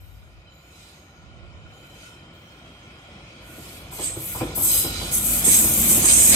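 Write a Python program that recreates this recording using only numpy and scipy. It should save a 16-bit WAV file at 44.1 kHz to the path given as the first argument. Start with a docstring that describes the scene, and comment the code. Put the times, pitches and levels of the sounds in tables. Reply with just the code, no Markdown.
"""Wheel flanges grind on a curved rail as an electric train comes from under a bridge towards a platform.
Stick-slip friction excites the rail's modes in bursts of bright, ringing hiss, and single wheels squeal.
Rough track makes the wheels roll and rumble, impacts at the rail joints ring wheels and bogies, and the
motors whine. The sound grows as the distance falls, arriving directly and scattered by the cutting.
At first a light breeze buffets the two ports of the microphone."""
import sys
import numpy as np
from scipy import signal
from scipy.fft import rfft, irfft, next_fast_len
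from scipy.io import wavfile
from scipy.ndimage import uniform_filter1d

SR = 44100
rng = np.random.default_rng(int(sys.argv[2]) if len(sys.argv) > 2 else 0)


def generate_wav(sig):
    """Save sig (samples, or channels by samples) to the path in sys.argv[1] as 16-bit PCM at SR."""
    pcm = np.round(np.clip(np.atleast_2d(sig).T, -1, 1) * 32767).astype(np.int16)
    wavfile.write(sys.argv[1], SR, pcm)


N = 280035
T = np.arange(N) / SR
FFT_SIZE = next_fast_len(N + 8192, real=True)
HZ = np.maximum(np.arange(FFT_SIZE // 2 + 1) * SR / FFT_SIZE, 1)
SIDES = np.array([[1], [-1]])  # left, right


def undb(db):
    """Amplitude ratio of a level in decibels."""
    return 10 ** (np.asarray(db) / 20)


def curve(rows, column=1):
    """Linear interpolation of one table column over time."""
    rows = np.asarray(rows)
    return np.interp(T, rows[:, 0], rows[:, column])


def unit(x):
    """Normalisation to an rms of 1."""
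    return x / np.sqrt(np.mean(x ** 2))


def colour(points):
    """Spectral envelope through (f/Hz, level/dB) points, falling 40 dB per octave beyond the ends."""
    hz, db = np.transpose(points)
    octaves_outside = np.abs(np.log2(HZ / np.clip(HZ, hz.min(), hz.max())))
    return undb(np.interp(np.log(HZ), np.log(hz), db) - 40 * octaves_outside)


def resonances(modes):
    """Modal superposition: damped resonators of alternating sign, rolled off outside their range."""
    response = sum((-1) ** k * undb(db) / (1 + 1j * (HZ / hz - hz / HZ) * hz / width)
                   for k, (hz, width, db) in enumerate(modes))
    low_hz, high_hz = modes[0][0] - modes[0][1], modes[-1][0] + modes[-1][1]
    return response * colour([(low_hz, 0), (high_hz, 0)])


def filtered(x, response):
    """Linear filtering: the spectrum is multiplied by a frequency response."""
    return irfft(rfft(x, FFT_SIZE) * response, FFT_SIZE)[..., :N]


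def wander(rate_hz):
    """Low-pass random modulation: held values, smoothed twice, with a spread near 1."""
    hold = max(int(SR / rate_hz), 1)
    steps = np.repeat(rng.standard_normal(N)[:N // hold + 1], hold)
    return 1.3 * uniform_filter1d(uniform_filter1d(steps, hold), hold)[:N]


def envelope(start, attack_s, length_s, release_s):
    """Rounded onset, then exponential decay once the length is over."""
    age = T - start
    rise = np.sin(np.pi / 2 * np.clip(age / max(attack_s, .001), 0, 1)) ** 2
    return rise * np.exp(-np.maximum(age - length_s, 0) / release_s)


def friction(rate_hz, grain_db):
    """Stick-slip friction: the contact force comes in brief, uneven grains."""
    return unit(undb(grain_db * np.clip(wander(rate_hz), -2.5, 2.5)))


def rail_ripple(spacing_hz, depth_db):
    """Modal overlap: the many close modes of a long rail put a fine, uneven ripple on its response."""
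    grid = np.arange(0, SR / 2, spacing_hz)
    return undb(depth_db * np.interp(HZ, grid, rng.standard_normal(N)[:len(grid)]))


SPEED_M_S, ABREAST_S, NEAREST_M = 12.34, 6.387, 9.1


def distance(t):
    """Range in metres of the leading wheels, in uniform motion towards their closest approach."""
    return np.hypot(SPEED_M_S * (ABREAST_S - t), NEAREST_M)


def approach(near_db, doubling_db):
    """Attenuation with range: the gain loses doubling_db for each doubling of the distance."""
    return undb(near_db - doubling_db * np.log2(distance(T) / NEAREST_M))


def shimmer(x, depth_db):
    """Multipath interference from moving wheels: narrow bands swell and fade independently."""
    cells = signal.stft(x, nperseg=1024)[2]
    fading = rng.standard_normal(cells.shape[1:])
    fading = uniform_filter1d(fading, size=2, axis=0)  # across frequency
    fading = unit(uniform_filter1d(fading, size=7, axis=1))  # across time
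    faded = cells * undb(depth_db * np.clip(fading, -2, 2))
    return unit(signal.istft(faded)[1][:, :N])


PORT_SPACING_M, PORT_LAG_MS, SOUND_M_S = 0.145, .16, 343


def from_left():
    """Path difference: direct sound reaches the left port before the right."""
    return np.exp(1j * np.pi * HZ * SIDES * PORT_LAG_MS / 1000)


# Sound arriving straight from the train: f/Hz, fraction of the power
DIRECT_SHARE = [(500, 0.54), (2000, 0.24), (7000, 0.14)]


def radiate(response, force=1, shimmer_db=None):
    """Forced vibration: a random force drives a body, heard as a direct plus a diffuse field."""
    paths = rng.standard_normal((3, N))
    if shimmer_db is not None:
        paths = shimmer(paths, shimmer_db)
    direct, mid, side = rfft(paths * force, FFT_SIZE)
    coherence = np.sinc(2 * HZ * PORT_SPACING_M / SOUND_M_S)
    diffuse = np.sqrt((1 + coherence) / 2) * mid + SIDES * np.sqrt((1 - coherence) / 2) * side
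    share = np.interp(HZ, *np.transpose(DIRECT_SHARE))
    ports = np.sqrt(share) * direct * from_left() + np.sqrt(1 - share) * diffuse
    response_rms = np.sqrt(np.mean(np.abs(response) ** 2))
    return irfft(ports * response / response_rms, FFT_SIZE)[:, :N]


# Bass spectrum of eddies and of the shaking ground: f/Hz, relative level/dB
BASS_SPECTRUM = [(20, -36), (35, -43), (49, 8), (62, 1.5), (100, 1.5), (140, -11), (260, -28)]
# Gusts: start t/s, attack/s, length/s, left level/dB, right level/dB
GUSTS = [(0, 0.0095, 0.23, -44, -51), (0.31, .04, 0.045, -53, -48), (1.096, 0.31, 0.555, -49, -42.5)]


def breeze():
    """Turbulent pressure: eddies buffet each port independently, gust by gust."""
    eddies = unit(filtered(rng.standard_normal((2, N)), colour(BASS_SPECTRUM)))
    return eddies * sum(envelope(start, attack, length, release_s=0.075) * undb([[left_db], [right_db]])
                        for start, attack, length, left_db, right_db in GUSTS)


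# Shaking from the track: t/s, bogie level/dB, ground level/dB, car body level/dB
RUMBLE_LEVELS = [(0, -56.5, -52, -83), (1.3, -51, -57, -65), (3.3, -48, -50.5, -59.5),
                 (4.3, -43, -42.5, -65), (4.95, -39, -36.5, -47), (5.35, -37, -36, -38),
                 (5.95, -31.5, -33.5, -30.5), (6.12, -35.5, -35.5, -37.5), (6.35, -29.5, -35, -31)]
# Bogie spectrum: f/Hz, relative level/dB
BOGIE_SPECTRUM = [(60, -16.5), (110, 0.5), (170, 3), (230, -7), (330, -3), (440, -11), (510, -8),
                  (760, -7.5), (880, -15.5), (1030, -10), (1300, -17.5), (1650, -23), (3000, -22)]
# Car body modes: f/Hz, bandwidth/Hz, relative level/dB
BODY_MODES = [(204.2, 12, 3), (238.5, 17, 1.5), (320, 41, -6.5)]


def rumble():
    """Structure-borne sound: rough track shakes the bogies, the ground and the droning car body."""
    roughness = friction(rate_hz=25, grain_db=0.6)
    bogies = radiate(colour(BOGIE_SPECTRUM), roughness, shimmer_db=1.5) * undb(curve(RUMBLE_LEVELS))
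    ground = radiate(colour(BASS_SPECTRUM)) * undb(curve(RUMBLE_LEVELS, column=2))
    body = radiate(resonances(BODY_MODES)) * undb(curve(RUMBLE_LEVELS, column=3))
    return bogies + body + ground


def tone(hz, width_hz):
    """Spectral broadening: many paths smear a tone into a narrow band, differently at each port."""
    phasor = np.array([wander(2 * width_hz) + 1j * wander(2 * width_hz) for _ in range(2)])
    carrier = np.exp(2j * np.pi * np.cumsum(hz) / SR)
    return unit(np.real(phasor * carrier))


# Motor whine: t/s, f/Hz, level/dB
MOTOR_WHINE = [(0, 3030, -78), (1.6, 3015, -62), (1.75, 3050, -55), (2.7, 3200, -57), (3.4, 3283, -57.5),
               (4.4, 3400, -52), (6.35, 3410, -46)]
# Singing note of the running gear: t/s, level/dB
GEAR_LEVELS = [(0, -65), (1.2, -60), (4.0, -56.5), (4.9, -44.5), (6.35, -49)]


def motors():
    """Tonal machine noise: a slowly climbing whine over a lower resonance of the running gear."""
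    pitch = curve(MOTOR_WHINE)
    band = tone(pitch, width_hz=160) * undb(-4)
    core = tone(pitch * 1.01, width_hz=50) * undb(-6)
    gear = radiate(resonances([(1450, 58, 0)]) * colour([(1250, 12), (1440, -3), (1540, -21)]))
    return (band + core) * undb(curve(MOTOR_WHINE, column=2)) + gear * undb(curve(GEAR_LEVELS))


# Wheels meeting rail joints: t/s, peak level/dB (not played), thud level/dB, clank level/dB
JOINT_IMPACTS = [(3.573, -35, -41, -64), (3.926, -36, -48, -46.5), (3.989, -27, -32.5, -45),
                 (4.165, -31, -33.5, -48.5), (4.352, -22, -36, -36.5), (4.411, -17, -22, -34),
                 (4.575, -21, -29.5, -37.5), (4.844, -18, -29, -42), (5.016, -28, -34, -41.5),
                 (5.468, -20, -28, -41), (5.644, -24, -29.5, -43), (5.908, -21, -30.5, -59),
                 (5.97, -27, -27.5, -50), (6.034, -18, -29, -37.5), (6.309, -21, -32, -47)]
THUD, CLANK = 2, 3  # columns


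def blows(column, lead_s, rise_s, fall_s, echo_db, echo_s):
    """Impact envelopes add in power: each builds, falls fast and leaves a tail from the banks."""
    power = np.zeros(N)
    for impact in JOINT_IMPACTS:
        age = np.maximum(T - impact[0] + lead_s, 0)
        rise = 1 - np.exp(-age / rise_s)
        fade = np.exp(-age / fall_s) + undb(echo_db) * np.exp(-age / echo_s)
        power += (undb(impact[column]) * rise * fade) ** 2
    return np.sqrt(power)


def strikes(column, modes, delay_s):
    """Impulse response: hard contact with the far rail end rings all the modes at once."""
    force = np.zeros(N)
    for impact in JOINT_IMPACTS:
        force[int((impact[0] + delay_s) * SR)] = undb(impact[column])
    response = resonances(modes)
    return filtered(force, response * from_left()) / np.abs(irfft(response)).max()


# Modes of a struck bogie (thud) and wheel (clank): f/Hz, bandwidth/Hz, relative level/dB
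THUD_MODES = [(130, 45, -4), (275.4, 26, -2.5), (336, 37.6, -1), (497, 39, -6), (604, 69, -11.5)]
CLANK_MODES = [(779, 80, 6.5), (1020, 53, 8.5), (1150, 110, 2), (1300, 310, -0.5)]


def joints():
    """Impact excitation: a wheel drops into a joint, the bogie thuds, the wheel clanks, both rattle."""
    thud_force = blows(THUD, lead_s=0.0049, rise_s=0.0034, fall_s=0.021, echo_db=-12.5, echo_s=0.15)
    clank_force = blows(CLANK, lead_s=0.006, rise_s=0.0011, fall_s=0.02, echo_db=-7, echo_s=0.11)
    thud = radiate(resonances(THUD_MODES), thud_force)
    clank = radiate(resonances(CLANK_MODES), clank_force)
    knock = strikes(THUD, THUD_MODES, delay_s=0.00433) + strikes(CLANK, CLANK_MODES, delay_s=0)
    return thud * undb(1.5) + clank * undb(2) + knock * undb(-2)


# Sideways slides: peak t/s, width/s, tread level/dB, scraping edge level/dB
SLIDES = [(.85, 0.18, -57, -54.5), (2.05, 0.13, -54.5, -53), (3.7, 0.12, -57, -48),
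          (4.04, 0.073, -42, -39.5), (4.42, 0.044, -41.5, -64), (4.75, 0.15, -41, -35),
          (5.001, 0.21, -46, -36.5), (5.54, 0.098, -33.5, -30), (5.92, 0.053, -54, -47),
          (6.1, 0.025, -29.5, -24.5), (6.35, .04, -27, -23.5)]


def swishes():
    """Lateral sliding: the gains of tread and edge swell and fade symmetrically about each peak."""
    power = np.zeros((2, N))
    for peak, width, tread_db, edge_db in SLIDES:
        swell = 1 / np.cosh(np.clip(1.9 * (T - peak) / width, -20, 20))
        power += (undb([[tread_db], [edge_db]]) * swell) ** 2
    return np.sqrt(power)


def creep_gain(tight_s=3.9, entry_s=0.18, easy_curve_db=-6.5):
    """Lateral creep: the steady scraping grows once the front bogie enters the tight curve."""
    entered = np.clip((T - tight_s) / entry_s, 0, 1)
    return approach(near_db=-33, doubling_db=8.77) * undb(easy_curve_db * (1 - entered))


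# Spectra of rolling treads and of sideways creep: f/Hz, relative level/dB
TREAD_SPECTRUM = [(500, 1), (1000, -11), (1650, -4), (2000, -1.5), (2550, 3.5), (2850, -8), (3200, -11.5),
                  (3700, -4), (6000, -34)]
CREEP_SPECTRUM = [(2000, -33), (3100, -4.5), (5200, -4.5), (5700, -9), (6500, -6), (9000, -17)]
# Modes of rolling and of scraped wheels: f/Hz, bandwidth/Hz, relative level/dB
ROLL_MODES = [(2204, 220, -3.5), (2407, 130, -0.5), (3050, 200, -2)]
SCRAPE_MODES = [(3600, 570, -0.5), (3964, 21, 10), (4180, 59, -8), (4480, 110, -6), (4570, 54, -8.5),
                (5185, 175, 1.5)]


def rolling(tread_swish, edge_swish):
    """Rolling noise: tread contact rings the wheels, and sideways creep excites their higher modes."""
    rail = rail_ripple(spacing_hz=24, depth_db=1)
    tread = radiate(colour(TREAD_SPECTRUM) * rail, friction(rate_hz=60, grain_db=1.03), shimmer_db=3.5)
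    wheels = radiate(resonances(ROLL_MODES) * rail, shimmer_db=2) * undb(-2.5)
    creep_force = friction(rate_hz=250, grain_db=-0.5)
    creep = radiate(colour(CREEP_SPECTRUM) * rail, creep_force, shimmer_db=6.5) * undb(-0.5)
    scrape = radiate(resonances(SCRAPE_MODES) * rail, shimmer_db=1.5) * undb(-5)
    tread_gain = np.hypot(approach(near_db=-32.5, doubling_db=9.59), tread_swish)
    edge_gain = np.hypot(creep_gain(), edge_swish)
    return (tread + wheels) * tread_gain + (creep + scrape) * edge_gain


# Squeals of single wheels, and brief pulses of the 1.4 kHz running-gear note: start t/s, length/s, f/Hz,
# bandwidth/Hz, level/dB
SQUEALS = [(0, 0.23, 13000, 1400, -62), (0.46, 0.12, 3060, 130, -58), (0.469, 0.19, 3990, 60, -59),
           (0.49, 0.66, 6950, 180, -66.5), (0.518, 0.78, 13300, 1200, -69), (0.723, 0.47, 4000, 45, -61),
           (.92, 0.48, 6500, 200, -64.5), (1.634, .06, 1436, 70, -53), (1.832, .06, 1420, 70, -53.5),
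           (1.72, 0.45, 7000, 259, -63), (1.717, .47, 4030, 60, -63.5), (2.03, 0.14, 1406, 110, -52),
           (2.33, .35, 14300, 1500, -69), (3.487, .1, 1450, 60, -51), (4.688, 0.44, 4000, 160, -36.5),
           (4.685, 0.26, 5020, 200, -36), (4.708, 0.32, 3020, 260, -40.5), (4.94, .16, 4017, 75.1, -37)]


def squeals():
    """Curve squeal: one wheel catches on the rail, sings in a narrow band, then lets go; the 1.4 kHz note of
    the running gear swells in brief pulses the same way."""
    sound = 0
    for start, length, hz, width, db in SQUEALS:
        progress = np.clip((T - start) / length, 0, 1)
        swell = np.minimum(progress / 0.029, 1) * (1 - progress ** 2)
        sound += tone(np.full(N, hz), width) * swell * undb(db)
    return sound


# Flange bites: start t/s, attack/s, length/s, lower band level/dB, upper band level/dB,
# ring over hiss/dB, upper band left minus right/dB
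FLANGE_BITES = [(0, 0.0057, 0.17, -68.5, -72, -13, 8), (.1, .15, 0.22, -75, -78, -10, 6),
                (.46, 0.072, 0.6, -86, -78, -10, 7), (1.622, 0.24, 0.33, -67, -65.5, -8, 4),
                (2.31, .05, 0.77, -71, -76, -4, -2), (3.372, 0.2, 0.41, -51.5, -50, -18, -3),
                (3.903, 0.036, 0.13, -39.5, -39.5, -2, -2), (3.985, 0.086, 0.058, -22, -43, 11, 0),
                (4.12, 0.18, 0.21, -37, -30, -7, -1.5), (4.338, 0.029, 0.042, -34.5, -53, 1, 2),
                (4.544, .02, .1, -32.5, -24.5, 0, 1), (4.61, .03, 0.047, -19, -22.5, 6.5, 0),
                (4.659, 0.034, 0.14, -22.5, -21, 2, 0), (4.955, .08, 0.12, -40, -41, 3, 0),
                (5.095, 0.064, 0.072, -21.5, -21.5, -1, -1), (5.191, 0.07, 0.2, -24.5, -21.5, -4, 0.5),
                (5.431, 0.026, 0.15, -15, -23.5, -0.5, -1), (5.464, 0.067, 0.52, -22.5, -20.5, -22, 0),
                (5.862, .045, 0.063, -15.5, -21, -2, 0), (5.99, 0.082, .34, -13.5, -30, -3.5, -1),
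                (6.122, 0.2, 0.18, -27, -18, -6, 0.5)]


def bites(near_release_s=0.044, release_s_per_m=0.00097):
    """Incoherent addition: bites sum in power to gains for lower hiss, lower ring and upper band."""
    hiss, ring, upper = np.zeros(N), np.zeros(N), np.zeros((2, N))
    for start, attack, length, lower_db, upper_db, ring_db, pan_db in FLANGE_BITES:
        # From afar, the echo of the cutting draws out the decay.
        release = near_release_s + release_s_per_m * (distance(start) - NEAREST_M)
        power = envelope(start, attack, length, release) ** 2
        lower_power = power * undb(lower_db) ** 2
        hiss_share = 1 / (1 + undb(ring_db) ** 2)
        hiss += lower_power * hiss_share
        ring += lower_power * (1 - hiss_share)
        upper += power * undb(upper_db + SIDES * pan_db / 2) ** 2
    return np.sqrt(hiss), np.sqrt(ring), np.sqrt(upper)


# Flange hiss, lower and upper band: f/Hz, relative level/dB
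GRIND_SPECTRUM = [(5000, -22), (5850, -16.5), (6250, -7.5), (7300, -8), (7800, -4), (8500, -2),
                  (8900, -5.5), (9400, -6), (9900, -12.5), (11500, -13.5)]
SIZZLE_SPECTRUM = [(8500, -46), (10000, -16.5), (10850, 2.5), (11700, 2.5), (12600, -2.5), (13350, -2.5),
                   (14000, -2.5), (15000, -9), (16000, -22)]
# Rail modes, lower and upper band: f/Hz, bandwidth/Hz, relative level/dB
LOWER_RAIL_MODES = [(6240, 16, -24), (6680, 10, 0), (7735, 82, 5.5), (7950, 110, 1), (8270, 70, 6.5),
                    (8500, 25, 6), (8444, 120, 10), (7950, 23, -11)]
UPPER_RAIL_MODES = [(10940, 30, -9), (10700, 31, -10), (11930, 14, 7), (11300, 25, -3), (12100, 30, -10),
                    (12600, 25, 9), (12700, 40, -7.5), (14416, 25, -7)]


def flanges(edge_swish):
    """Friction-induced vibration: flanges rub and bite, hissing and ringing two groups of rail modes."""
    slips = friction(rate_hz=700, grain_db=1.5)
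    hiss_gain, ring_gain, upper_gain = bites()
    lower_rub = np.hypot(approach(near_db=-24.5, doubling_db=20.7), edge_swish * undb(-4))
    upper_rub = np.hypot(approach(near_db=-42, doubling_db=19), edge_swish * undb(-11))
    rail = rail_ripple(spacing_hz=24, depth_db=2.2)
    grind = radiate(colour(GRIND_SPECTRUM) * rail, slips, shimmer_db=4.5)
    lower_ring = radiate(resonances(LOWER_RAIL_MODES), slips)
    sizzle = radiate(colour(SIZZLE_SPECTRUM) * rail, friction(rate_hz=600, grain_db=1), shimmer_db=5)
    upper_ring = radiate(resonances(UPPER_RAIL_MODES))
    lower = grind * np.hypot(hiss_gain, lower_rub) + lower_ring * ring_gain
    upper = sizzle * undb(-0.46) + upper_ring * undb(-11)
    return lower + upper * np.hypot(upper_gain, upper_rub)


def scene():
    """Superposition: the sources of the approaching train and the breeze add in pressure."""
    tread_swish, edge_swish = swishes()
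    wheel_noise = rumble() + rolling(tread_swish, edge_swish) + flanges(edge_swish) + squeals()
    return wheel_noise + motors() + joints() + breeze()


# Imbalance of the microphone ports: f/Hz, left minus right level/dB
PORT_BALANCE = [(700, 0), (2300, 2.5), (4400, -6), (8100, -3.5), (10500, 1), (12500, 7.5), (15000, -3)]
CUTOFF_HZ = 15800


def record(dry):
    """Transducer response: each port colours the treble; the signal is clipped, then low-passed."""
    hz, db = np.transpose(PORT_BALANCE)
    tilt = undb(SIDES * np.interp(HZ, hz, db) / 2)
    tilt /= np.sqrt(np.mean(tilt ** 2, axis=0))
    clipped = np.clip(filtered(dry, tilt), -1, 1)
    return signal.sosfilt(signal.ellip(10, .2, 80, CUTOFF_HZ, fs=SR, output="sos"), clipped)


dry = scene()
out = record(dry)
generate_wav(out)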